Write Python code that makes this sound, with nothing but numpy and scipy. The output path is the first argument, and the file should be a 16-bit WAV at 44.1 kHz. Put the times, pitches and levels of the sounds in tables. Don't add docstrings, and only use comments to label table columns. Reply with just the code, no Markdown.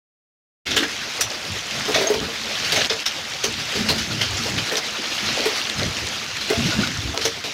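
import sys
import numpy as np
from scipy import signal
from scipy.fft import rfft, irfft, next_fast_len
from scipy.io import wavfile
from scipy.ndimage import uniform_filter1d, map_coordinates

SR = 44100
rng = np.random.default_rng(int(sys.argv[2]) if len(sys.argv) > 2 else 0)


def materialize(psi):
    bounded = np.clip(np.atleast_2d(psi).T, -1, 1)
    quanta = np.round(bounded * 32767).astype(np.int16)
    wavfile.write(sys.argv[1], SR, quanta)


N = 332073


def amp(db):
    return 10 ** (np.asarray(db) / 20)


def unit(x):
    return x / np.sqrt(np.mean(x ** 2) + 1e-20)


def clock(seconds):
    return np.arange(int(seconds * SR)) / SR


def along(points, hz):
    pitch_hz, value = np.transpose(points)
    return np.interp(np.log(hz + 1), np.log(pitch_hz + 1), value)


def curves(rows):
    start_s, *columns = np.transpose(rows)
    return [np.interp(np.arange(N) / SR, start_s, column) for column in columns]


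def wobble(rate):
    points = rng.standard_normal(int(N * rate / SR) + 4)
    return map_coordinates(points, [np.arange(N) * rate / SR])


def filtered(x, response):
    m = next_fast_len(len(x) + 4096)
    return irfft(rfft(x, m) * response(np.fft.rfftfreq(m, 1 / SR)), m)[:len(x)]


def coloured(x, spectrum):
    return unit(filtered(x, lambda f: amp(along(spectrum, f))))


def band(hz, width):
    return lambda f: 1j * f * width * hz / (hz * hz - f * f + 1j * f * width * hz)


def fade_in(t, seconds):
    return 1 - np.exp(-t / seconds)


def add(track, s, sound):
    part = track[round(s * SR):][:len(sound)]
    part += sound[:len(part)]


def shower(spectrum, patchy_db):
    z = signal.stft(rng.standard_normal(N), nperseg=512)[2]
    field = uniform_filter1d(rng.standard_normal(z.shape), 6, 0)
    field = uniform_filter1d(field, 6, 1)
    far = signal.istft(z * amp(patchy_db * unit(field)), nperseg=512)[1][:N]
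    return coloured(far, spectrum)


def drops(per_s, hz, spread, cycles, spread_db):
    draw = rng.random((round(per_s * N / SR), 2))
    normal = rng.standard_normal((len(draw), 2))
    pitch = np.clip(hz * np.exp(spread * normal[:, :1]), 200, 6800)
    life = cycles * np.exp(.5 * normal[:, 1:]) / pitch
    size = amp(-spread_db * np.log(draw[:, 1:] + 0.0051))
    k = np.arange(256)
    envelope = (1 - np.exp(-k / 3)) * np.exp(-k / SR / life) * np.cos(np.pi * k / 512)
    grain = size * envelope * np.sin(2 * np.pi * pitch * k / SR)
    at = (draw[:, :1] * N).astype(int) + k
    return unit(np.bincount(at.ravel(), grain.ravel(), N)[:N])


# start_s [s], level_db [dB]
RAIN_LEVEL = [(0.9, -30.5), (1.62, -30.5), (1.95, -26), (2.28, -31), (2.78, -24), (3.06, -31),
              (3.32, -30.5), (3.8, -27), (4.07, -29.5), (4.55, -26.5), (4.81, -29.5), (5.03, -28.5),
              (5.33, -25), (6.24, -29.5), (6.42, -28.5), (6.68, -25), (6.96, -30), (7.53, -33)]
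# pitch_hz [Hz], relative level_db [dB per Hz]
HISS_COLOUR = [(410, -11), (700, -4), (1000, -5.5), (1300, 0.5), (2660, 2.5), (4000, 1.5), (5450, -0.5),
               (6500, -4), (7200, -12.5), (8260, -24), (11700, -36), (19800, -120)]
# pitch_hz [Hz], relative level_db [dB per Hz]
SPRAY_COLOUR = [(5500, -41.5), (7000, 6), (8240, 2.5), (12000, -1.5), (15100, -5), (16000, -16)]
# pitch_hz [Hz], relative level_db [dB per Hz]
DRUM_COLOUR = [(120, -69), (200, -5), (258, -3.5), (530, 0.5), (789, -2.5), (850, -4.5), (1200, -8.5),
               (1560, -61), (2640, -120)]
USUAL_RAIN_DB, DRUM_DB, DRUM_GROWS = -27, -37.5, 1.22


def rain():
    rain_db, = curves(RAIN_LEVEL)
    drum_db = DRUM_DB + DRUM_GROWS * (rain_db - USUAL_RAIN_DB)
    gust = .5 * wobble(12) + 0.66 * wobble(30)
    patter = drops(per_s=1100, hz=3700, spread=0.42, cycles=2.2, spread_db=3.8)
    stray_hail = drops(per_s=70, hz=5300, spread=0.34, cycles=0.69, spread_db=3.0)
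    hiss = shower(HISS_COLOUR, patchy_db=2.0) + amp(-6.5) * patter + amp(-13) * stray_hail
    spray = shower(SPRAY_COLOUR, patchy_db=1.5)
    drum = shower(DRUM_COLOUR, patchy_db=4.0)
    drum = amp(drum_db + 1.05 * gust + 1.3 * wobble(6)) * drum
    return amp(rain_db + 0.92 * gust) * hiss + amp(rain_db - 18.5 + 1.8 * gust) * spray + drum


# start_s [s], level_db [dB], colour_hz [Hz],
# treble_db [dB over the body], t60_s [s for the body to fall 60 dB]
SHATTERING_STONES = [(0.665, -28, 3320, -17, 0.33), (0.7067, -25, 3600, -19, 0.34),
                     (0.7641, -17, 2900, -12, 0.21), (0.8283, -23, 1620, -33, 0.13),
                     (1.207, -20.5, 5800, -2.5, 0.14), (1.942, -18.5, 3620, -19, 0.23),
                     (2.0198, -26.5, 3430, -13, 0.12), (2.139, -26, 5130, -29, 0.052),
                     (2.6441, -28, 4600, -20, 0.15), (2.7196, -20.5, 4500, -8, 0.16),
                     (2.7585, -23, 2750, -14, 0.24), (2.8136, -21, 1740, -30, 0.069),
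                     (2.8965, -19, 5000, -31, .13), (3.056, -18, 5480, -12.5, 0.13),
                     (3.4375, -21, 5930, -8.5, 0.15), (3.7516, -28.5, 2000, -11, .13),
                     (3.8861, -20.5, 4200, -10.5, 0.25), (3.9802, -27, 5900, -11.5, 0.21),
                     (4.2114, -20, 4800, -16, 0.21), (4.37, -30, 5900, -14, 0.22),
                     (4.5772, -23.5, 2540, -16, 0.13), (4.7188, -28.5, 1800, -9, 0.29),
                     (4.7674, -20, 5930, -11.5, 0.11), (5.2808, -28.5, 4200, -24, 0.47),
                     (5.454, -26, 1930, -5, 0.15), (6.407, -31, 4130, -14, 0.35),
                     (6.4984, -25, 2140, -8, 0.057), (6.7087, -30, 4440, -18, .24),
                     (6.8324, -26.5, 1580, -23, 0.18), (7.2115, -27, 4250, -14.5, 0.35),
                     (7.2495, -20.5, 5860, -10, 0.14), (7.44, -29.5, 3910, -13, 0.31)]
CRUNCH_S = 0.0033


def smashes():
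    out, t = np.zeros(N), clock(1 / 3)
    for s, db, hz, treble_db, t60 in SHATTERING_STONES:
        noise = rng.standard_normal((4, len(t)))
        shards = np.clip(hz * np.exp(0.479 * rng.standard_normal(5)), 1000, 9000)

        def colour(f):
            return band(hz, .11)(f) + 0.75 * sum(band(p, .05)(f) for p in shards)

        ringing = unit(filtered(noise[1], lambda f: colour(f) * amp(along(HISS_COLOUR, f))))
        body = coloured(noise[0], HISS_COLOUR) + 1.22 * ringing
        treble = coloured(noise[2], SPRAY_COLOUR)
        crackle = amp(1.8 * unit(uniform_filter1d(noise[3], 60)))
        fall_db = 60 * np.clip(t - CRUNCH_S, 0, None) / t60
        burst = body * amp(-fall_db) + amp(treble_db) * treble * amp(-1.15 * fall_db)
        add(out, s, amp(db) * fade_in(t, 0.0017) * crackle * burst)
    return out


# start_s [s], level_db [dB], pitch_hz most excited [Hz]
PANEL_BLOWS = [(0.767, -29, 430), (0.82, -22, 307), (1.881, -19, 493), (1.954, -19.5, 580),
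               (1.981, -26, 422), (2.009, -19, 380), (2.039, -24.5, 662), (2.066, -27.5, 640),
               (2.098, -17, 403), (2.139, -22.5, 402), (2.208, -28, 415), (2.282, -29, 426),
               (2.726, -28.5, 426), (2.904, -29.5, 433), (3.439, -27, 415), (3.753, -30.5, 417),
               (3.895, -19.5, 537), (4.213, -35, 600), (4.717, -24.5, 480), (4.745, -30.5, 427),
               (4.776, -28.5, 690), (5.457, -22.5, 430), (6.502, -18.5, 426), (6.529, -31, 664),
               (7.137, -27, 710), (7.169, -30.5, 470), (7.251, -23.5, 440), (7.442, -31, 500),
               (7.469, -36, 610)]
# pitch_hz [Hz], level_db [dB]
PANEL_MODES = [(290, 8), (405, 3.5), (445, 8), (488, 2.5), (640, 8.5)]
PANEL_T60_S = 0.15


def knocks():
    out, t = np.zeros(N), clock(1 / 2)
    for s, db, hz in PANEL_BLOWS:
        ring = 0
        for mode_hz, level in PANEL_MODES:
            mode_db = max(level - 40 * abs(np.log2(mode_hz / hz)), level - 14) + rng.normal(0, 1.5)
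            ring = ring + amp(mode_db) * np.sin(2 * np.pi * mode_hz * rng.normal(1, 0.026) * t)
        rattle = unit(filtered(rng.standard_normal(len(t)), band(1.05 * hz, 0.54)))
        envelope = amp(db - 60 * t / PANEL_T60_S) * fade_in(t, 0.0036)
        add(out, s, envelope * (ring + 1.09 * rattle))
    return out


# start_s [s], level_db [dB], pitch_hz most excited [Hz]
RAIL_HITS = [(.763, -17, 7200), (1.21, -15, 5884), (1.211, -17, 7200), (2.071, -14, 6432),
             (6.722, -19, 1460), (.768, -20, 1680), (.832, -21, 1680), (2.905, -20, 2100),
             (4.211, -16, 2100), (4.37, -22, 7200), (5.279, -18, 4200), (6.502, -20, 2100),
             (6.832, -20, 1460)]
# pitch_hz [Hz], t60_s [s to fall 60 dB]
RAIL_MODES = [(1460, .07), (1680, .12), (2100, .045), (4200, .045), (5884, .15), (6432, .1), (7150, .045)]


def pings():
    out, t = np.zeros(N), clock(1 / 3)
    for s, db, spot_hz in RAIL_HITS:
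        hz, t60 = min(RAIL_MODES, key=lambda mode: abs(mode[0] - spot_hz))
        drift = np.cumsum(rng.normal(0, 0.022, len(t)))
        envelope = amp(db - 60 * t / t60) * fade_in(t, 0.00021)
        add(out, s, envelope * np.sin(2 * np.pi * hz * t + drift))
    return out


# start_s [s], level_db [dB]
SMALL_STONES = [(1.304, -13), (2.2026, -13), (2.853, -11), (3.541, -13), (4.181, -25), (4.651, -20),
                (4.697, -14), (4.756, -9), (4.869, -18), (5.1238, -14), (5.4064, -7), (5.575, -17),
                (5.6986, -6), (5.7963, -7.5), (5.8322, -7.5), (6.0731, -13), (6.2233, -15), (6.264, -14),
                (6.8733, -8), (7.176, -2), (7.44, -14)]
TICK_HZ, TICK_SPREAD = 3800, .08


def ticks():
    out, t = np.zeros(N), clock(1 / 50)
    for s, db in SMALL_STONES:
        hz = TICK_HZ * np.exp(TICK_SPREAD * rng.standard_normal())
        grit = coloured(rng.standard_normal(len(t)), HISS_COLOUR)
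        splinter = coloured(rng.standard_normal(len(t)), SPRAY_COLOUR)
        envelope = amp(db - 60 * t / 0.0056) * fade_in(t, 0.0002)
        add(out, s, envelope * (np.sin(2 * np.pi * hz * t) + 0.66 * grit + 0.062 * splinter))
    return out


# pitch_hz [Hz], relative level_db [dB per Hz]
RUMBLE_COLOUR = [(15, -47), (25, -11), (81, 6), (214, -4.5), (296, 0.5), (400, -5.5), (520, -12),
                 (880, -120)]
# pitch_hz [Hz], width [share of the pitch]
HOLLOW_TONES = [(75, 0.5), (105, 0.37), (150, 0.98), (220, 0.23), (300, 0.9)]
# start_s [s], length_s [s], level_db [dB], centre pitch_hz of their tone [Hz]
RUMBLE_GUSTS = [(0.68, 0.12, -34.5, 290), (1.23, 0.055, -38, 108), (1.496, 0.075, -36, 131),
                (1.712, 0.29, -39.5, 150), (2.147, 0.13, -32.5, 200), (2.58, 0.25, -44.5, 130),
                (2.93, 0.044, -40, 110), (3.446, 0.083, -33.5, 235), (3.564, 0.087, -35.5, 123),
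                (3.76, 0.18, -28.5, 177), (3.963, 0.085, -30, 210), (4.072, 0.297, -31, 120),
                (4.385, 0.26, -30.5, 148), (5.22, .14, -37, 180), (5.766, 0.15, -29, 115),
                (6.016, 0.057, -33, 101), (6.157, 0.22, -48, 109), (6.57, .14, -24, 150),
                (6.736, 0.1, -23.5, 182), (6.853, .29, -33.5, 123), (7.21, 0.18, -42.5, 118)]
# start_s [s], level_db [dB], pitch_hz [Hz]
DULL_THUMPS = [(0.802, -17.5, 312), (5.229, -20, 213), (6.577, -15.5, 96.9), (6.588, -17, 229),
               (6.656, -10, 179), (6.683, -17.5, 314), (6.787, -6.5, 217), (6.986, -16, 95)]
CALM_DB, CALM_HZ = -45.5, 178
GUST_EDGE_S = 0.047
TONE_SAGS_PER_S = 1.7


def rumble():
    time = np.arange(N) / SR
    power = np.full(N, amp(2 * CALM_DB))
    pitch = power * np.log(CALM_HZ)
    for s, length, db, hz in RUMBLE_GUSTS:
        edge = np.minimum(time - s, s + length - time) / GUST_EDGE_S + .5
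        swell = amp(2 * db) * np.clip(edge, 0, 1) ** 2
        power = power + swell
        pitch = pitch + swell * (np.log(hz) - TONE_SAGS_PER_S * (time - s - length / 2))
    centre_hz = np.exp(pitch / power + 0.21 * wobble(12))

    noise = rng.standard_normal(N)
    roll = 0.97 * coloured(noise, RUMBLE_COLOUR)
    for hz, width in HOLLOW_TONES:
        nearness = np.exp(-(np.log(hz / centre_hz) / 0.3) ** 2)
        roll = roll + nearness * unit(filtered(noise, lambda f: band(hz, width)(f) ** 2))
    roll = roll / np.sqrt(np.abs(uniform_filter1d(roll ** 2, size=2600)) + 0.15)
    out = np.sqrt(power) * amp(2.46 * wobble(16)) * unit(roll)

    t = clock(1 / 8)
    for s, db, hz in DULL_THUMPS:
        envelope = amp(db - 60 * t / 0.084) * fade_in(t, 0.0016)
        add(out, s, envelope * np.sin(2 * np.pi * hz * t))
    return out


def shelter(x):
    t = clock(1 / 5)
    tail = rng.standard_normal(len(t)) * amp(-60 * t / 0.11) * (t > .004)
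    echo = signal.fftconvolve(x, tail / np.linalg.norm(tail))[:N]
    return x + amp(-8) * echo


# start_s [s], end_s [s], change_db [dB]
LEVEL_CHANGES = [(2.09, 2.102, 1), (2.875, 2.895, -6), (3.036, 3.062, -6)]
START_S = .654


def scene():
    t = np.arange(N) / SR
    on = np.clip((t - START_S) / 0.011, 0, 1)
    change_db = np.zeros(N)
    for start, end, db in LEVEL_CHANGES:
        change_db += db * ((t > start) & (t < end))
    change_db = uniform_filter1d(change_db, size=90)
    struck = shelter(pings() + knocks()) + smashes()
    return (on * (amp(change_db) * (rain() + rumble() + struck) + ticks()))[None]


BASS_HZ, TOP_HZ = 38, 15900


def record(dry):
    soft = dry[0] / (1 + np.abs(dry[0] / .7) ** 4) ** .25

    def response(hz):
        bass_cut = hz ** 4 / (hz ** 4 + BASS_HZ ** 4)
        return bass_cut / (1 + (hz / TOP_HZ) ** 400)

    return filtered(soft, response)[None]


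dry = scene()
out = record(dry)
materialize(out)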